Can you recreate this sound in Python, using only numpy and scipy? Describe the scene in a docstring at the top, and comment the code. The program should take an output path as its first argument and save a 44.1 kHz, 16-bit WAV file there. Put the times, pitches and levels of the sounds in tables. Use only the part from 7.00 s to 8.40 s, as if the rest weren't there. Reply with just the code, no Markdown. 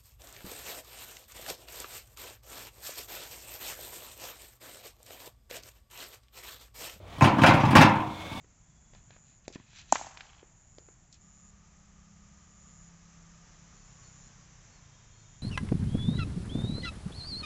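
"""Heavy load in a washing machine

A load tumbles in the turning drum, outdoors and close by. Each blow excites damped modes:
the tub thumps, the cabinet knocks and shudders, the steel drum clangs and the contact crunches.
Underneath, the motor hums and whines and the drum rubs as it turns."""
import sys
import numpy as np
from scipy import signal
from scipy.fft import rfft, irfft, next_fast_len
from scipy.io import wavfile
from scipy.ndimage import uniform_filter1d

SR = 44100
rng = np.random.default_rng(int(sys.argv[2]) if len(sys.argv) > 2 else 0)


def dump_mix(stems):
    """Bounce the given channels to the path in sys.argv[1] as a 16-bit WAV at rate SR."""
    frames = np.atleast_2d(stems).T  # one column per channel
    limited = np.clip(frames, -1, 1)  # hard clip at full scale
    pcm = np.round(limited * 32767).astype(np.int16)
    wavfile.write(sys.argv[1], SR, pcm)


N = 61739
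TIME = np.arange(N) / SR


def undb(db):
    """Amplitude ratio of a level in decibels."""
    return 10 ** (np.asarray(db) / 20)

def unit(x):
    """Normalisation to rms 1."""
    return x / np.sqrt(np.mean(x ** 2))

def response(x, blow_s=0.019):
    """Normalisation to the energy of rms 1 held for blow_s."""
    return x * np.sqrt(blow_s * SR / np.sum(x ** 2))

def at(points, hz):
    """Interpolation on a log-frequency axis."""
    f, v = np.array(points, float).T
    return np.interp(np.log(np.maximum(hz, 1)), np.log(f), v)

def colour(x, points):
    """Minimum-phase filtering by a curve of (frequency [Hz], gain [dB])."""
    size = 2 * next_fast_len(N)
    cepstrum = irfft(np.log(undb(at(points, np.fft.rfftfreq(size, 1 / SR)))))
    cepstrum[1:size // 2] *= 2
    cepstrum[size // 2 + 1:] = 0
    return irfft(rfft(x, size) * np.exp(rfft(cepstrum)))[:N]

def drift(rate_hz):
    """Smoothed random steps at rms 1."""
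    hold = int(SR / rate_hz)
    steps = np.repeat(rng.standard_normal(400)[:N // hold + 1], hold)
    return unit(uniform_filter1d(uniform_filter1d(steps, hold), hold)[:N])

def fade(t60):
    """Exponential decay by 60 dB in t60 seconds."""
    return np.exp(-np.log(1000) * TIME / t60)

def modes(table):
    """Modal superposition: an impulse response is a sum of damped sinusoids."""
    return response(sum(undb(db) * fade(t60) * np.cos(2 * np.pi * hz * TIME) for hz, db, t60 in table))

def dense_ring(spectrum, t60):
    """Modal overlap: crowded resonances merge into decaying noise."""
    return response(colour(rng.standard_normal(N) * fade(t60), spectrum))

def ring(force, body):
    """Linear response: force convolved with a body's impulse response."""
    return signal.fftconvolve(force, body)[:N]

def tones(table, speed=1):
    """Frequency modulation: each tone wavers about a pitch proportional to speed."""
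    out = 0
    for hz, db, waver in table:
        pitch = hz * speed * (1 + waver * drift(55))
        out = out + undb(db) * np.sqrt(2) * np.sin(2 * np.pi * np.cumsum(pitch) / SR)
    return out


# Rubbing of the drum (time [s], level [dB])
RUB_LEVEL = [(0, -61), (0.059, -56), (.09, -51), (.2, -46), (.7, -43), (1.07, -48.5), (1.19, -43),
             (1.282, -43.5), (1.4, -42)]
# Spectra of rubbing and rumble (frequency [Hz], relative level [dB])
RUB_SPECTRUM = [(60, 2), (160, 8.5), (280, 4), (420, -1.5), (600, 4.5), (1100, 3.5), (1900, -5.5),
                (2300, 1.5), (2750, -6), (3500, -1), (4800, -13), (7000, -14.5), (10000, -23), (15500, -26)]
RUMBLE_SPECTRUM = [(25, -53), (58, 10), (100, -5), (170, -4), (300, -9.5), (600, -3), (1200, -24),
                   (4000, -47)]
# Motor hum, and whine at speed 1 (frequency [Hz], level [dB], waver [fraction]); whine levels are relative
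HUM_TONES = [(52, -80, 0.07), (97.6, -51.5, 0.018), (598, -61.5, 0.0025)]
WHINE_TONES = [(1141, -4, .004), (2195, 0, .004), (3480, -4, .006), (3550, -3, .006)]
def drive(rumble_db=-50, whine_db=-51):
    """Rotation gives hum, rumble and a rising whine that swells with the drum's friction noise."""
    effort = undb(np.interp(TIME, *np.array(RUB_LEVEL).T))
    rub = unit(colour(rng.standard_normal(N), RUB_SPECTRUM)) * undb(1.06 * drift(100))
    rumble = undb(rumble_db) * unit(colour(rng.standard_normal(N), RUMBLE_SPECTRUM))
    speed = 1 + 0.12 * (TIME - 1.28)
    whine = undb(whine_db) * (effort / effort.max()) ** 2 * tones(WHINE_TONES, speed)
    return effort * rub + whine + tones(HUM_TONES) + rumble


def pushes(times, levels_db, push_s=0.0017):
    """Soft impact: the load's weight gives smooth force pulses, weak in treble."""
    rise_s = push_s / np.pi
    age = np.maximum(TIME - times[:, None], 0) / rise_s
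    return undb(levels_db) @ (age * np.exp(-age)) / (SR * rise_s)


# Modes of the tub and cabinet panels (frequency [Hz], relative level [dB], T60 [s])
TUB_MODES = [(86, -15, .18), (105, -4, .26), (141, 2, .33), (155, -2, .22)]
PANEL_MODES = [(188.4, -3, 0.6), (211.3, 6, 0.33), (243, 7.5, 0.11), (266.2, 6, 0.37), (278, -26, 0.21),
               (315.2, -5.5, 0.83), (342, -15.5, 0.94)]
# Shudder of the cabinet (frequency [Hz], relative level [dB])
SHUDDER_SPECTRUM = [(25, -20), (50, -4.5), (90, -22.5), (140, 11), (180, -6.5), (250, 3), (330, -7.5),
                    (420, -34), (900, -40)]
def cabinet(times, thump_db, knock_db, band_hz=(85, 343)):
    """Impacts excite resonances of tub, panels and cabinet, which radiate only in a low band."""
    thump, knock = pushes(times, thump_db), pushes(times, knock_db)
    tub = undb(-4) * ring(thump, modes(TUB_MODES))
    panels = undb(-1.5) * ring(knock, modes(PANEL_MODES))
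    shudder = undb(-10.5) * ring(thump + knock, dense_ring(SHUDDER_SPECTRUM, t60=0.26))
    radiation = signal.butter(4, band_hz, "band", fs=SR, output="sos")
    return signal.sosfilt(radiation, tub + panels + shudder)


def contacts(times, levels_db, decay_s, first=0, per_s=1800):
    """Shot noise: a blow is a fading chatter of small contacts, led by an impulse of size first."""
    size = 4000
    force, envelope = np.zeros(N + size), np.exp(-TIME[:size] / decay_s)
    for onset, db in zip(times, levels_db):
        burst = rng.standard_normal(size) * (rng.random(size) < per_s / SR) * envelope
        burst[0] += first
        i = int(onset * SR)
        force[i:i + size] += undb(db) * burst / np.linalg.norm(burst)
    return force[:N]


# Ring of the sheet metal (frequency [Hz], relative level [dB])
SHEET_SPECTRUM = [(150, -22), (300, -6.5), (420, -14), (680, -6), (950, 5.5), (1250, -4.5), (1900, -14),
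                  (2550, -11), (3400, -16), (5000, -28.5), (9000, -35), (15000, -65)]
# Its decay (frequency [Hz], T60 [s])
SHEET_T60 = [(200, 0.82), (950, 0.58), (2000, 0.43), (4000, 0.45), (10000, 0.057)]
def sheet_metal():
    """Frequency-dependent damping: after an early crack, the highest of the dense modes die first."""
    noise, hz = rfft(rng.standard_normal(N)), np.fft.rfftfreq(N, 1 / SR)
    octaves = 125 * 2. ** np.arange(8)
    tail = 0
    for centre in octaves:
        band = at(list(zip(octaves, octaves == centre)), hz)
        tail = tail + irfft(noise * band, N) * fade(at(SHEET_T60, centre))
    crack = 1 + undb(4) * fade(t60=0.08)
    return response(colour(tail * crack, SHEET_SPECTRUM))


# Strongest modes of the steel drum (frequency [Hz], relative level [dB], T60 [s])
DRUM_MODES = [(532, -6, .6), (711, -4, .6), (827, -2, .5), (911, 0, .8), (991, -1, .7), (1035, -2, .7),
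              (1191, -7, .4), (1377, -5, .35), (1504, -8, .35), (1754, -9, .3), (2602, -5, .3)]
def drum_clang(times, clang_db, bright_db, chatter_s=0.004, first=2.19):
    """Impact excitation at one spot: harder contacts bring out the drum's upper modes."""
    body = undb(-8.5) * modes(DRUM_MODES) + undb(-0.5) * sheet_metal()
    soft = contacts(times, clang_db, chatter_s, first)
    hard = contacts(times, clang_db + bright_db, chatter_s, first)
    low = colour(soft, [(1200, -3.5), (2400, -44)])
    high = colour(hard, [(1000, -9.5), (2100, 0.5), (2700, -5), (3600, -10.5)])
    return ring(low + high, body)


# Spectra of the grinding contact and its snap (frequency [Hz], relative level [dB])
GRIND_SPECTRUM = [(800, -21), (2000, 4), (3500, 10.5), (6200, 2), (8500, -13), (11000, -37), (15500, -43)]
SNAP_SPECTRUM = [(4000, -28), (7000, 1), (9000, 6.5), (11000, 0), (15500, -4.5)]
def crunch(times, crunch_db, sharp_db, crumble_s=0.0067):
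    """Contact noise: the load grinds briefly on the steel, and sharp edges add a snap."""
    grind = ring(contacts(times, crunch_db, crumble_s), dense_ring(GRIND_SPECTRUM, t60=0.18))
    edges = contacts(times, crunch_db + sharp_db - 13.5, crumble_s)
    return grind + ring(edges, dense_ring(SNAP_SPECTRUM, t60=0.11))


# Blows of the load, in relative levels (time [s], tub thump [dB], panel knock [dB], drum clang [dB],
# clang brightness [dB], crunch [dB], crunch sharpness [dB])
BLOWS = [(0.182, -30, -36, -37.5, -5, -54, 5), (0.2096, -26.5, -49, -12, 0, -51, 3),
         (0.22, -4, -10, -13.5, 0, -31, -3), (0.242, -11.5, -28, -13, 4.5, -34, 3),
         (.271, -24, -15, -12.5, -4, -39, -16), (.334, -32, -16.5, -27.5, -1, -63, -10),
         (.384, -40, -12, -17.5, -2, -44, -1), (.417, -10.5, -16.5, -13.5, -2, -34, -1),
         (.436, -13, -23, -8.5, 6.5, -34, -2), (.462, -23, -33, -11, 4, -26, -0.5),
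         (.486, -12, -10, -9, -2, -34, -13), (.505, -24, -20, -16.5, 5, -58, -8),
         (0.536, -11.5, -18, -15.5, -1, -40.5, 3), (0.572, -25, -40, -17.5, -7, -46, -15),
         (0.601, -21.5, -19.5, -24, 5, -40.5, -15), (.634, -11.5, -15.5, -17.5, -6.5, -53, -6),
         (.651, -15, -21.5, -35.5, 11.5, -41, -3), (0.684, -14.5, -34, -28, 6, -57, -6),
         (.706, -16, -16, -22, 0, -40.5, 6.5), (0.729, -33, -12.5, -15.5, -4.5, -55, 3),
         (0.7526, -11, -4.5, -7, 5, -23, 3), (.765, -7, -4.5, -12.5, 4.5, -25, -7),
         (.784, -10, -14.5, -10.5, 1, -32, 2.5), (0.81, -9, -6.5, -16, 12, -23, 0),
         (.823, -16.5, -15.5, -10, -0.5, -53, 9), (.850, -20, -23.5, -30, 9.5, -41.5, 1),
         (.890, -48, -16, -28.5, -11, -46, -1), (0.956, -20.5, -26.5, -38.5, 13, -69, -6),
         (1.003, -36, -49, -25.5, -3.5, -69, -6), (1.070, -28, -30, -43, 4.5, -62, -3),
         (1.314, -31.5, -32.5, -39, 1.5, -51, 4), (1.350, -41, -29.5, -42, -23, -53.5, 7),
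         (1.371, -44, -34, -70, -21, -53, 6)]
def tumbling_load(spots=3):
    """Response depends on the point of impact: blows visit spots in turn, each with its own ring."""
    blows = np.array(BLOWS, float)
    times, thump_db, knock_db, *_ = blows.T
    out = cabinet(times, thump_db, knock_db)
    for spot in range(spots):
        times, _, _, clang_db, bright_db, crunch_db, sharp_db = blows[spot::spots].T
        out += drum_clang(times, clang_db, bright_db) + crunch(times, crunch_db, sharp_db)
    return out

def scene():
    """Superposition of the blows and the running machine, in mono."""
    return (tumbling_load() + drive())[None]

def record(dry, overload=1.2, top_hz=15800):
    """Soft saturation rounds the loudest peaks; a low-pass filter cuts the top."""
    lowpass = signal.ellip(8, .2, 80, top_hz, fs=SR, output="sos")
    return signal.sosfilt(lowpass, np.tanh(overload * dry) / overload)


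dry = scene()
out = record(dry)
dump_mix(out)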